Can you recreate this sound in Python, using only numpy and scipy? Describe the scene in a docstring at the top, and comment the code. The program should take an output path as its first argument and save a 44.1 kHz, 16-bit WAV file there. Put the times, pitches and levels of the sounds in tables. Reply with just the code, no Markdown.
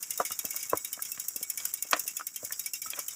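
"""Insects hiss in the bushes and grit crunches as a ticking mountain bike is pushed along a stony trail.
The freewheel pawl snaps about thirteen times a second and rings the hub and sprockets; the chain
rattles lightly between snaps. Tyres and shoes knock loose stones together and thud on the ground."""
import sys
import numpy as np
from scipy import signal
from scipy.fft import rfft, irfft
from scipy.io import wavfile

SR = 44100
rng = np.random.default_rng(int(sys.argv[2]) if len(sys.argv) > 2 else 0)


def dump(signal):
    """Clip the signal to [-1, 1] and save it as 16-bit WAV at the path in sys.argv[1]."""
    limited = np.clip(np.atleast_2d(signal).T, -1, 1)
    pcm = np.round(limited * 32767).astype(np.int16)
    wavfile.write(sys.argv[1], SR, pcm)


N = 138915
EVENT_T = np.arange(SR // 5) / SR   # time axis of one hit, s


def amp(db):
    """Decibels to gain."""
    return 10 ** (np.asarray(db) / 20)


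def unit(x):
    """Scale to rms 1."""
    return x / np.sqrt(np.mean(x ** 2) + 1e-20)


def decay(t, t60):
    """Full until time zero, then 60 dB down every t60."""
    return np.exp(-np.log(1000) * np.maximum(t, 0) / t60)


def noise(colour, size):
    """Noise of rms 1, shaped by rows of f/Hz, relative level/dB."""
    hz, db = np.transpose(colour)
    f = np.maximum(np.fft.rfftfreq(size, 1 / SR), 1)
    gain = amp(np.interp(np.log(f), np.log(hz), db))
    return unit(irfft(rfft(rng.standard_normal(size)) * gain, size))


def wander():
    """Random modulation of rms 1, mostly below 15 Hz."""
    return noise([(1, 0), (15, 0), (60, -30), (500, -90)], N)


def band(x, low_hz, high_hz):
    """Band-pass with a steep top."""
    x = signal.sosfilt(signal.butter(2, low_hz, "high", fs=SR, output="sos"), x)
    return signal.sosfilt(signal.butter(4, min(high_hz, SR / 3), fs=SR, output="sos"), x)


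def strike(modes, scatter_db, detune):
    """Struck modes; every blow gives each its own strength, tuning and sign."""
    hz, db, t60 = np.transpose(modes)[:, :, None]
    strength, shift, sign = rng.standard_normal((3, len(modes), 1))
    waves = np.sin(2 * np.pi * hz * (1 + detune * shift) * EVENT_T) * decay(EVENT_T, t60)
    return np.sum(np.sign(sign) * amp(db + scatter_db * strength) * waves, axis=0)


def add(out, at_s, sound):
    """Mix a sound in at the given time."""
    start = int(at_s * SR)
    sound = sound[max(-start, 0):]
    start = max(start, 0)
    out[start:start + len(sound)] += sound[:max(N - start, 0)]


# colours of the open air and the insect chorus: f/Hz, relative level/dB
AIR_COLOUR = [(25,-26),(50,-53),(90,8),(150,1.5),(300,5),(700,-10.5),(1600,-1),(2500,-34.5),(4300,-37),(6000,-28.5),(10000,-0.5),(15000,2.5)]
CHORUS_COLOUR = [(4600,-26.5),(5050,-3),(5350,-11),(5650,10.5),(5950,-23),(6500,-16),(7450,5.5),(7850,4.5),(8150,-2.5),(10000,-12),(15000,-2)]
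# nearer insects: f/Hz, rms level/dB
NEAR_INSECTS = [(5750,-73.5),(7640,-59),(7820,-60)]
def bushes():
    """A bed of still air, a softly throbbing insect chorus and a few wavering shrills nearer by."""
    throb_db, waver_hz, swing_db = 4.9, 29.8, 7
    out = amp(-60) * noise(AIR_COLOUR, N)
    out += amp(-51.5 + throb_db * wander()) * noise(CHORUS_COLOUR, N)
    for hz, db in NEAR_INSECTS:
        phase = 2 * np.pi * np.cumsum(hz + waver_hz * wander()) / SR
        out += amp(db) * unit(amp(swing_db * wander()) * np.sin(phase))
    return out


# swells of the crunch: t/s, level/dB
GRIT_SWELLS = [(0,-46.5),(.25,-46),(.62,-41),(.82,-48.5),(1.25,-44),(1.48,-50.5),(1.62,-42),(1.82,-50),(2.0,-42),(2.28,-54.5),(2.52,-42),(2.78,-59.5),(2.95,-46),(3.15,-45.5)]
# colour of the crunch: f/Hz, relative level/dB
GRIT_COLOUR = [(200,-1.5),(700,-8),(1400,2.5),(2500,-7),(4300,-13),(5500,6),(7000,14),(9000,3),(12000,-0.5),(15000,6.5)]
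def grit():
    """Tiny grains crack at random under the rolling tyres, each a short burst of noise."""
    grains_per_s, spread_db, grain_t60 = 410, 2.5, 0.029
    onsets = rng.random(N) < grains_per_s / SR
    grains = onsets * amp(spread_db * np.minimum(rng.exponential(1, N), 4))
    power = signal.lfilter([1], [1, -decay(1 / SR, grain_t60) ** 2], grains ** 2 + 1e-18)
    crunch = unit(np.sqrt(power) * noise(GRIT_COLOUR, N))
    times, db = np.transpose(GRIT_SWELLS)
    return amp(np.interp(np.arange(N) / SR, times, db)) * crunch


# colour of the snap's crowd of short-lived modes: f/Hz, relative level/dB
SNAP_COLOUR = [(900,-33.5),(2500,-26),(3700,-14.5),(4400,-25),(5300,-4.5),(7000,3.5),(8200,-1.5),(9500,1),(10600,-4.5),(11600,2),(12700,1),(14000,5.5),(15300,3.5),(16000,-1)]
# clear modes of the hub: f/Hz, relative level/dB, t60/s
HUB_MODES = [(5520,-6,.05),(6290,-11,.04),(6990,-4,.04),(9500,0,.037),(9620,-2,.037),(11200,-5,.05),(13800,-4,.025),(14000,-1,.037),(14750,-6,.022)]
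def snap():
    """Steel hits steel in the hub: a brief chatter and a clear ping, a shade darker or brighter each hit."""
    attack_s, hold_s, t60 = 0.00037, 0.0014, 0.031
    envelope = np.minimum(EVENT_T / attack_s, 1) * decay(EVENT_T - hold_s, t60)
    chatter = amp(5.5) * envelope * noise(SNAP_COLOUR, len(EVENT_T))
    hit = chatter + amp(-1) * strike(HUB_MODES, scatter_db=1.5, detune=0.0051)
    body = signal.sosfilt(signal.butter(1, 6800, fs=SR, output="sos"), hit)
    shelf_db = rng.uniform(-0.29, 0.5)
    return hit + (amp(shelf_db) - 1) * body


# colour of the cassette's metallic wash: f/Hz, relative level/dB
WASH_COLOUR = [(1000,-15.5),(2300,-0.5),(3500,-8),(4400,-15),(5400,4),(7000,7.5),(8500,-4),(12000,1),(15000,-23.5)]
# modes of the sprockets: f/Hz, relative level/dB, t60/s
SPROCKET_MODES = [(2246,-12.5,0.19),(2750,-10.5,0.086),(3110,-12,0.064),(3324,-5,0.033),(3750,-10.5,0.089),(4980,-3.5,0.072),(5400,-9.5,0.13),(5800,-5.5,0.067)]
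def cassette():
    """A hit spreads through the sprockets and rings on; the chain drops back on them once."""
    swell = np.minimum(EVENT_T / 0.0042, 1)
    wash = amp(7) * decay(EVENT_T, t60=0.13) * noise(WASH_COLOUR, len(EVENT_T))
    ring = strike(SPROCKET_MODES, scatter_db=7, detune=0.01794)
    delay = int(SR * rng.uniform(0.008, 0.024))
    bounce = amp(-5.5) * strike(SPROCKET_MODES, scatter_db=6.5, detune=0.0308)
    return swell * (wash + ring) + np.pad(bounce, (delay, 0))[:len(EVENT_T)]


# pawl ticks: t/s, snap level/dB, cassette level/dB, sprocket f/Hz, sprocket level/dB before its boost
PAWL_TICKS = [(0.0269, -34.5, -43, 2740, -69), (0.1059, -29.5, -42, 2110, -55.5),
              (0.1762, -33, -48.5, 3750, -56), (0.2506, -34.5, -39.5, 2190, -46.5),
              (0.318, -32.5, -43, 2860, -53.5), (0.39, -31, -43, 2405, -61),
              (0.4511, -30.5, -44.5, 2650, -55), (0.5065, -33, -45.5, 2226, -52),
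              (0.5626, -32, -45, 2220, -56), (0.6285, -35, -44, 2286, -52.5),
              (0.6974, -32, -50.5, 2634, -54), (0.773, -30.5, -49.5, 2210, -50.5),
              (0.8464, -32.5, -45, 2272, -57), (0.929, -32, -44, 3020, -55.5),
              (1.0221, -31.5, -48.5, 2210, -55), (1.1176, -32.5, -56, 2650, -53.5),
              (1.1975, -32, -44.5, 2243, -59.5), (1.2835, -29, -54.5, 2650, -67),
              (1.3606, -31, -51.5, 2660, -60), (1.4284, -28.5, -47, 2250, -51.5),
              (1.4996, -29, -44, 2590, -61), (1.5744, -33.5, -41, 2250, -62),
              (1.6526, -27.5, -44.5, 2940, -61), (1.7383, -31, -47.5, 2200, -67),
              (1.8245, -29.5, -47.5, 2255, -59), (1.9107, -29, -46, 2130, -72),
              (1.9947, -29, -47, 2700, -58), (2.0779, -30.5, -42.5, 2700, -50),
              (2.1674, -31.5, -44, 2610, -55.5), (2.2682, -32.5, -46.5, 2193, -59),
              (2.3601, -34.5, -44.5, 3160, -53.5), (2.4481, -34, -47, 2217, -60),
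              (2.5223, -30.5, -44, 2190, -78), (2.5941, -31, -45, 2380, -62),
              (2.6604, -31.5, -42.5, 2273, -49), (2.735, -32.5, -43, 2920, -59),
              (2.818, -33, -45.5, 2295, -52), (2.9025, -33.5, -45.5, 2400, -71),
              (2.9906, -34, -41, 2280, -55.5), (3.0821, -32.5, -47.5, 3000, -54.5)]
def freewheel():
    """The pawl slides off a tooth and snaps into the next; the cassette rings and one sprocket sings out."""
    slide_s, tone_rise_s, boost_db = 0.0037, 0.0041, 13.5
    out, t = np.zeros(N), EVENT_T
    for at_s, snap_db, ring_db, tone_hz, tone_db in PAWL_TICKS:
        slide = (t / slide_s) * (t < slide_s) * noise(SNAP_COLOUR, len(t))
        tone = np.sin(2 * np.pi * tone_hz * t) * np.minimum(t / tone_rise_s, 1) * decay(t, t60=0.085)
        add(out, at_s - slide_s, amp(snap_db - 9.5) * slide)
        add(out, at_s, amp(snap_db) * snap() + amp(ring_db) * cassette() + amp(tone_db + boost_db) * tone)
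    return out


# chain rattles: t/s, relative level/dB
CHAIN_TOUCHES = [(0.067,-45.5),(0.135,-40.5),(.198,-36.5),(.212,-44),(.264,-37),(.3,-39),(.359,-70),(0.478,-48),(0.541,-47),(.589,-39.5),(.604,-39.5),(0.645,-45),(.753,-40.5),(0.874,-43),
                 (1.05,-35),(1.075,-60),(1.145,-50),(1.176,-66),(1.229,-56),(1.263,-61),(1.404,-45),(1.514,-62),(1.604,-42),(1.634,-47),(1.689,-43.5),(1.773,-43),(1.867,-43),
                 (1.964,-36.5),(2.065,-40),(2.107,-45),(2.191,-41.5),(2.34,-47.5),(2.425,-54),(2.638,-43),(2.752,-38),(2.862,-40),(2.882,-49),(2.96,-39.5),(3.106,-41)]
def chain():
    """The chain touches the sprockets: lighter clinks between the ticks."""
    out = np.zeros(N)
    for at_s, db in CHAIN_TOUCHES:
        add(out, at_s, amp(db) * (amp(-5.5) * snap() + amp(-8) * cassette()))
    return out


# stone hits: t/s, level/dB, lower f/Hz, upper f/Hz, t60/s, brightness f/Hz, scrape level/dB re the hit
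STONE_KNOCKS = [(0.2008,-11,708,1179,0.041,1470,-18.5),(0.2053,-15.5,525,956,0.048,1430,-26),(0.307,-33,1252,1320,0.077,1900,-12.5),(.4465,-30.5,262,615,0.038,1190,-12.5),(.544,-46,400,760,.015,1460,-2.5),
                (0.7327,-4.5,516,1023,0.017,1200,-24),(0.7389,-23.5,423,520,0.041,1840,-19.5),(0.9758,-34.5,318,610,0.0053,1850,-14),(.993,-32,1325,1627,0.049,2200,-30),(1.1759,-36,1180,1670,0.011,4000,-8.5),(1.361,-33,276,480,0.013,910,-20),
                (1.412,-35,260,490,0.014,886,-15.5),(1.602,-31.5,3300,4870,0.026,6060,-11),(1.655,-40,1470,1540,0.06,3500,-8),(1.851,-35.5,350,653,0.0067,1400,-18),
                (1.9318,-2.5,1170,1390,0.0061,6400,-16.5),(1.9337,-19,657,1850,0.034,6200,-5.5),(1.94,-20.5,723,1310,0.037,2480,-16),(1.9646,-24.5,594,1130,0.017,3070,-16.5),
                (2.055,-41,442,660,.02,1410,-18),(2.1973,-31,1214,1337,0.063,2260,-22),(2.21,-26.5,1273,1433,0.04,2630,-24),(2.43,-32.5,512,595,0.042,1090,-17),(2.5071,-34.5,1740,1800,0.064,2360,-10.5),
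                (2.8597,-36,1283,1319,0.15,1890,-12.5),(2.9342,-25,2480,3260,0.03,3660,-18),(2.976,-42,570,1130,0.037,2070,0.5),(2.988,-29.5,580,1050,.03,2050,-11.5)]
# modes of the wheel, answering each knock: f/Hz, relative level/dB, t60/s
WHEEL_MODES = [(303,-30,.09),(516,-31,.07),(690,-32,.06),(1294,-30,.07),(1422,-32,.06),(1540,-34,.055),(1878,-35,.05),(2415,-34,.045),(2850,-30,.028),(3410,-30,.028),(4750,-29,.02),(5300,-29,.02)]
# notches that hollow out the knocks: f/Hz, Q
STONE_NOTCHES = [(355,4.3),(880,6.3)]
def stones():
    """A stone scuffs, tips, cracks on another with two short tones, scrapes and settles; the wheel rings."""
    hard_hz, rub_top_hz = 5940, 2200
    out, t = np.zeros(N), EVENT_T
    for at_s, db, lower_hz, upper_hz, t60, bright_hz, scrape_db in STONE_KNOCKS:
        floor_hz = 0.72 * min(lower_hz, 900)   # a stone radiates little below this
        pair = (np.sin(2 * np.pi * lower_hz * t) + np.sin(2 * np.pi * upper_hz * t)) / 2
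        tones = band(pair * decay(t, t60), floor_hz, 1.28 * bright_hz)
        click = band(signal.unit_impulse(len(t), 4), floor_hz, bright_hz)
        crack = amp(-6) * (bright_hz / hard_hz) * click / abs(click).max()   # duller contacts crack less
        wheel = band(strike(WHEEL_MODES, scatter_db=1.2, detune=0.002), 240, bright_hz)
        add(out, at_s, -amp(db) * (tones + crack + wheel))

        friction = unit(band(rng.standard_normal((3, len(t))), floor_hz, bright_hz))
        scuff, scrape, settle = amp(db + scrape_db) * friction
        scuff = amp(-5) * decay(t[::-1], t60=0.046) * band(scuff, 200, rub_top_hz)   # swells into the hit
        scrape = decay(t, t60=0.034) * scrape
        settle = amp(-3.5) * decay(t, t60=0.12) * band(settle, 280, rub_top_hz)
        rub = np.concatenate([scuff, scrape + settle])
        add(out, at_s - t[-1], band(rub, 205, SR / 3))
    for hz, q in STONE_NOTCHES:
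        out = signal.lfilter(*signal.iirnotch(hz, q, fs=SR), out)
    return out


# landings on the ground: t/s, level/dB
LANDINGS = [(.2,-47),(.307,-43),(0.446,-44),(0.734,-34.5),(1.176,-50.5),(1.93,-47),(2.433,-45),(2.866,-48),(2.883,-51.5),(2.977,-51)]
# low modes of the earth: f/Hz, relative level/dB, t60/s
EARTH_MODES = [(99,-3.5,0.062),(140,-8,0.067),(250,4.5,0.026)]
def thuds():
    """A tyre or shoe pushes into the earth: a dull thump with a soft attack."""
    out = np.zeros(N)
    attack = np.minimum(EVENT_T / 0.0034, 1)
    for at_s, db in LANDINGS:
        thump = attack * strike(EARTH_MODES, scatter_db=1.2, detune=0.05)
        add(out, at_s, amp(db) * band(thump, 82, 434))
    return out


def scene():
    """Bike and trail up close over the insect bed, mono, in the open air."""
    return (freewheel() + chain() + stones() + thuds() + grit() + bushes())[None]


def record(dry):
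    """A small microphone: no deep bass, and the top is cut."""
    thin = signal.sosfilt(signal.butter(2, 65, "high", fs=SR, output="sos"), dry)
    return signal.sosfilt(signal.ellip(10, 0.2, 70, 15500, fs=SR, output="sos"), thin)


dry = scene()
out = record(dry)
dump(out)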